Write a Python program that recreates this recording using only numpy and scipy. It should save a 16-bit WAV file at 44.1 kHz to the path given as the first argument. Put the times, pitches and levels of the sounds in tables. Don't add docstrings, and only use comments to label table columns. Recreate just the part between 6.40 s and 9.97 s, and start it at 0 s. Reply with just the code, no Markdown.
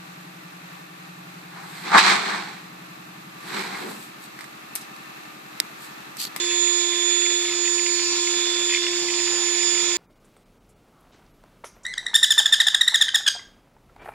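import sys
import numpy as np
from scipy import signal
from scipy.io import wavfile
from scipy.ndimage import uniform_filter1d

SR = 44100
rng = np.random.default_rng(int(sys.argv[2]) if len(sys.argv) > 2 else 0)


def digitize_waveform(pressure):
    field = np.atleast_2d(pressure).T
    bounded = np.clip(field, -1, 1)
    quanta = np.round(bounded * 32767).astype(np.int16)
    wavfile.write(sys.argv[1], SR, quanta)


def boost(x):
    u = np.asarray(x, float) / 20
    return 10 ** u


N = 157437
MAINS_HZ = 100
SHAFT_LAG_RAD = -.2

# start_s, shaft_hz
SHAFT_SPEED = [
    (0.0, 349.25),
    (1.36, 348.77),
    (1.49, 348.53),
    (1.78, 348.51),
    (2.34, 349.78),
    (2.53, 349.66),
    (2.64, 349.44),
    (3.18, 348.9),
    (3.56, 348.99),
]


def motor():
    t = np.arange(N) / SR
    turn = 2 * np.pi * np.cumsum(curve(SHAFT_SPEED, 1, t)) / SR
    mains = 2 * np.pi * MAINS_HZ * t
    buzz = boost(-70) * np.cos(mains)
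    return np.sqrt(2) * (shaft_hum(t, turn) + blade_whistle(t, turn, mains) + buzz)


# multiple, level_db, left_minus_right_db, waver_db
SHAFT_ORDERS = [
    (2, -61, -1, 2),
    (3, -47, -1.2, 1.6),
    (4, -61, -1, 2),
    (5, -44, -1.2, 1),
    (9, -58, -6, 2.5),
]
# start_s, level_db
HUM_LEVEL = [(0.0, -35), (0.03, -33.5), (1.95, -32), (2.34, -32.5), (2.49, -30.5), (3.26, -33), (3.54, -32),
             (3.57, -34)]


def shaft_hum(t, turn):
    lag = np.array([[SHAFT_LAG_RAD], [0]])
    hum = boost(curve(HUM_LEVEL, 1, t) + np.array([[-.4], [.3]])) * np.cos(turn + lag)
    for multiple, db, left_db, waver_db in SHAFT_ORDERS:
        angle = round(multiple) * turn + 2 * np.pi * rng.random() + lag
        level = db + np.array([[left_db], [0]]) + waver_db * drift(t, 0.368, 9)
        hum += boost(level) * np.cos(angle)
    return hum


# start_s, right_db, left_db, left_lead_rad
BLADE_TONE = [(0, -28, -36, -.6), (.12, -27, -34, -1.1), (.3, -26, -47, -2.8), (.6, -25, -37.5, -4.3),
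              (.97, -26, -39, -5.6), (1.06, -32, -35, -5.8), (1.2, -35.5, -37, -7), (1.32, -31, -47, -8.2),
              (1.58, -48, -44, -9), (1.8, -39, -34, -10.8), (2.05, -24.5, -38, -11.8),
              (2.25, -27, -44, -12), (2.47, -26.5, -35, -10.8), (2.58, -46, -36, -11.4),
              (2.68, -37, -48, -13.2), (3.05, -37, -47, -13.7), (3.3, -31, -45, -12.5),
              (3.57, -33, -42, -11.4)]
# start_s, right_db, left_db, left_lead_rad
BLADE_OCTAVE = [(.07, -24, -32.5, -3.8), (.22, -16.5, -31, -4), (.53, -22.5, -41, -1.6),
                (.72, -17.5, -39, -2.2), (.95, -20, -30.5, -3), (1.08, -26, -31, -4.2),
                (1.25, -19.5, -46, -8.4), (1.55, -20, -39, -7.5), (1.68, -25, -31, -5.3),
                (1.85, -22, -34, -3.5), (2.12, -25, -36, -3.2), (2.31, -21.5, -28, -4.6),
                (2.48, -34, -46, -6.4), (2.55, -25, -39, -8.5), (2.65, -27, -43, -10.8),
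                (2.9, -21, -31.5, -12), (3.45, -19.5, -36, -12), (3.57, -22.5, -48, -11.5)]
# start_s, level_db
BLADE_THIRD = [(0, -68), (.07, -59), (.17, -68), (.3, -57), (.85, -56), (1.05, -55), (1.2, -68), (1.5, -54),
               (1.73, -64), (1.9, -55), (2.3, -61), (2.48, -67), (2.57, -57), (2.75, -63), (3.1, -53),
               (3.43, -56), (3.5, -66), (3.57, -58)]
UPPER_LEADS = [-1, -.6]


def blade_whistle(t, turn, mains):
    blades, fourth_db = 10, -73
    wander_rad, shake_db, mains_side = .4, .7, boost(-29)
    third = curve(BLADE_THIRD, 1, t)
    levels = [
        [curve(BLADE_TONE, 2, t), curve(BLADE_TONE, 1, t)],
        [curve(BLADE_OCTAVE, 2, t), curve(BLADE_OCTAVE, 1, t)],
        [third + 4 + 2 * drift(t, 0.78, 6.3), third + 6],
        [fourth_db - 4 + 0 * t, fourth_db + 2 * drift(t, 0.59, 6.4)],
    ]
    leads = [curve(BLADE_TONE, 3, t), curve(BLADE_OCTAVE, 3, t)]
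    leads += [lead + wander_rad * drift(t, 0.043, 2.1) for lead in UPPER_LEADS]
    whistle = np.zeros((2, N))
    for k, level in enumerate(levels):
        hand_shake = np.array([drift(t, 2.58, 27), drift(t, 1.33, 30)])
        angle = (k + 1) * blades * turn + np.array([leads[k], 0 * t])
        tone = np.cos(angle)
        tone += mains_side * np.cos(angle + mains) + .5 * mains_side * np.cos(angle - mains)
        whistle += boost(level + shake_db * hand_shake) * tone
    return whistle


# freq_hz, density_db
RUSH_TONE = [(30, -69), (90, -30), (230, -24), (430, -16.5), (620, -21.5), (1500, -17), (3000, -24),
             (6500, -13.5)]
# freq_hz, level_db
LEFT_TONE = [(60, -2), (1300, -0.5), (2400, -7), (3600, -12), (4500, -8.5), (6200, -4), (7500, -4.5),
             (9000, 7.5)]
# start_hz, glide_hz_per_s, width_hz, level_db, aim_change_db
HOUSING_MODES = [
    (1047, -35, 244, -18.5, -1),
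    (1950, -4, 290, -14.5, 8),
    (2450, -4, 685, -5, -0.2),
    (3695, -53, 750, -2, 1),
    (4435, 120, 1320, -1.5, -2.5),
    (5650, 27, 1400, -8, -2),
    (7120, -3, 410, -12.5, -1),
    (7580, -5, 410, -8.5, -1),
]
# freq_hz, likeness_0_to_1
EAR_LIKENESS = [(30, 0.64), (110, 1), (380, 0.98), (1280, 0.97), (2370, 0.75), (4370, 0.61), (8070, 0.68),
                (14900, 0.78)]
# freq_hz, lead_rad
EAR_LEAD = [(60, -1), (700, 0.43), (2600, 0.16), (3300, 1.15), (4390, 2.5), (6120, 3.5), (7060, 6),
            (12000, -1)]
# start_s, aim
PHONE_AIM = [(0, 0.44), (.5, 0.44), (.9, 0.64), (1.2, 0.056), (1.45, -0.34), (1.7, -1.8), (1.95, 0.029),
             (2.2, 0.38), (2.4, -0.028), (2.7, -0.5), (3, -.2), (3.3, 0.3), (3.57, 0.12)]


def air_rush():
    hop, size = 256, 1024
    frames, hz = N // hop + 5, np.fft.rfftfreq(size, 1 / SR)[:, None]
    t = np.arange(frames) * hop / SR
    a, b, c, d, patches, flicker = rng.standard_normal((frames, len(hz), 6)).T
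    power = boost(2 * read(RUSH_TONE, hz)) * np.ones(frames)
    aim = curve(PHONE_AIM, 1, t)
    for f, glide, width, db, aim_db in HOUSING_MODES:
        offset = 2 * (hz - f - glide * t) / width
        power += boost(2 * (db + aim_db * aim)) / (1 + offset ** 2) ** 2
    power *= boost(2 * -12 * np.maximum(hz - 8000, 0) / 1000)

    field = 1.2 * patchy(patches, 12, 16) - drift(t, 0.088, 2.26) + 0.82 * patchy(flicker, 90, 2)
    ripple = np.array([patchy(v, 3, 150) for v in rng.standard_normal((frames, len(hz), 2)).T])

    same, right = np.clip(read(EAR_LIKENESS, hz), 0, 1), a + 1j * b
    left = same * right + np.sqrt(1 - same ** 2) * (c + 1j * d)
    left = left * boost(read(LEFT_TONE, hz)) * np.exp(1j * read(EAR_LEAD, hz))
    spectrum = np.array([left, right]) * np.sqrt(power) * boost(field + ripple)
    air = signal.istft(spectrum, nperseg=size, noverlap=size - hop)[1][:, :N]
    return boost(-24.5) * air / np.sqrt(np.mean(air[1] ** 2))


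# time_s (about the peak), peak_db, pitch_hz
CREAK_EVENTS = [(0.1115, -21, 2590), (0.144, -29, 2530), (0.276, -24, 2420), (0.298, -29, 2560),
                (0.348, -39, 2500), (0.4488, -33, 2540), (0.5161, -36, 2020), (0.5251, -25, 2140),
                (0.5363, -21, 2030), (0.5555, -28, 2420), (0.6794, -27, 2510), (0.7084, -28, 2380),
                (0.726, -23.5, 2440), (0.7496, -30, 2250), (0.822, -22, 2520), (0.8419, -29, 2650),
                (0.8559, -22, 2280), (0.8638, -20, 2410), (0.9037, -24, 2650), (0.952, -27, 2550),
                (1.055, -26, 2720), (1.0846, -26, 2230), (1.0938, -26, 2160), (1.1148, -34, 2470),
                (1.1261, -23.5, 2480), (1.2559, -23, 2480), (1.277, -18.5, 2540), (1.3824, -20.5, 2550),
                (1.3951, -21, 2400), (1.464, -18.5, 2370), (1.4943, -30, 2260), (1.5957, -22.5, 2130),
                (1.874, -18.5, 2160), (2.2974, -22, 2570), (2.3102, -18, 2095), (2.3252, -19, 2460),
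                (2.338, -17, 2510), (2.3496, -15, 2420), (2.3628, -19.5, 2150), (2.3738, -20, 2210),
                (2.441, -23, 2440), (2.4684, -17.5, 2300), (2.4834, -26, 2590), (2.5333, -25, 2360),
                (2.6865, -20, 2490), (2.7035, -22, 2560), (2.7398, -22.5, 2470), (2.789, -22.5, 2490),
                (2.8037, -25, 1900), (2.8673, -26, 2530), (2.879, -21.5, 2420), (2.9137, -33, 2400),
                (2.9291, -27, 2580), (3.1494, -27.5, 2230), (3.205, -26, 2560), (3.232, -24.5, 2440),
                (3.307, -29, 2420), (3.3506, -23, 2150), (3.378, -21, 2450), (3.4027, -33, 2000)]
CREAK_S, CREAK_SAMPLES = 0.0033, 3000


def plastic():
    ticks_per_s, tick_db, tick_spread_db, clump_db = 120, -43.5, 3.5, 2
    count = round(ticks_per_s * N / SR)
    u = rng.random((count, 3))
    when = np.sort(u[:, 0]) * N / SR
    tick_level = tick_db + clump_db * drift(when, 1.5, 8)
    tick_level -= tick_spread_db * np.log(np.maximum(u[:, 1], 1 / 20))
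    ticks = np.c_[when, tick_level, 1750 + 1000 * u[:, 2]]
    creaks = [(s - CREAK_S, db - 2, hz) for s, db, hz in CREAK_EVENTS]
    out = np.zeros(N + CREAK_SAMPLES)
    for s, db, hz in creaks + list(ticks):
        at = int(s * SR)
        out[at:at + CREAK_SAMPLES] += creak(db, hz, rng.standard_normal((CREAK_SAMPLES, 4)).T)
    band = signal.butter(3, [1750, 3400], "bandpass", fs=SR, output="sos")
    out = signal.sosfilt(band, out)
    return np.array([boost(-3.5) * np.roll(out, 2)[:N], out[:N]])


def creak(db, hz, jitter):
    tail_db, tail_s, upper_db = -12, 0.025, -24
    t = np.arange(CREAK_SAMPLES) / SR
    rise = t / CREAK_S
    snap = rise * np.exp(1 - rise) * np.exp(-(rise / 2) ** 2)
    tail = boost(tail_db - 60 * t / (5 * tail_s)) * np.minimum(rise, 1)
    z = uniform_filter1d(jitter, 22, axis=1)
    z = (z[:2] + 1j * z[2:]) / z.std() * 0.57 + 0.73
    ring = z[0] * np.exp(2j * np.pi * hz * t)
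    ring += 0.65 * z[1] * np.exp(2j * np.pi * (4500 - hz) * t)
    ring += boost(upper_db) * z[1] * np.exp(2j * np.pi * 2.4 * hz * t)
    return boost(db) * (snap + tail) * ring.real


def hiss():
    return np.diff(rng.standard_normal((2, N + 1))) * boost([[-50.5], [-55]])


def evened(x):
    return x / np.sqrt(np.mean(abs(x) ** 2) + 1e-20)


def patchy(noise, bins, frames):
    blurred = uniform_filter1d(noise, bins, axis=0)
    return evened(uniform_filter1d(blurred, frames, axis=1))


def read(points, hz):
    f, value = np.transpose(points)
    return np.interp(np.log(hz + 1), np.log(f + 1), value)


def drift(t, lo_hz, hi_hz, count=16):
    f = np.geomspace(lo_hz, hi_hz, count)[:, None]
    coarse = np.arange(0, t[-1] + .01, .004)
    swings = np.sin(2 * np.pi * (f * coarse + rng.random((count, 1)))) / np.sqrt(f)
    return np.interp(t, coarse, evened(swings.sum(0)))


def curve(rows, column, t):
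    rows = np.transpose(rows)
    return uniform_filter1d(np.interp(t, rows[0], rows[column]), size=len(t) // 120)


def scene():
    return motor() + air_rush() + plastic() + hiss()


def low_pass(x):
    return signal.sosfilt(signal.butter(12, 15160, fs=SR, output="sos"), x)


def record(dry):
    edge = signal.firwin(801, 15300, window=("kaiser", 9), fs=SR)
    mix = signal.oaconvolve(dry, edge[None], "same")
    return low_pass(mix)


dry = scene()
out = record(dry)
digitize_waveform(out)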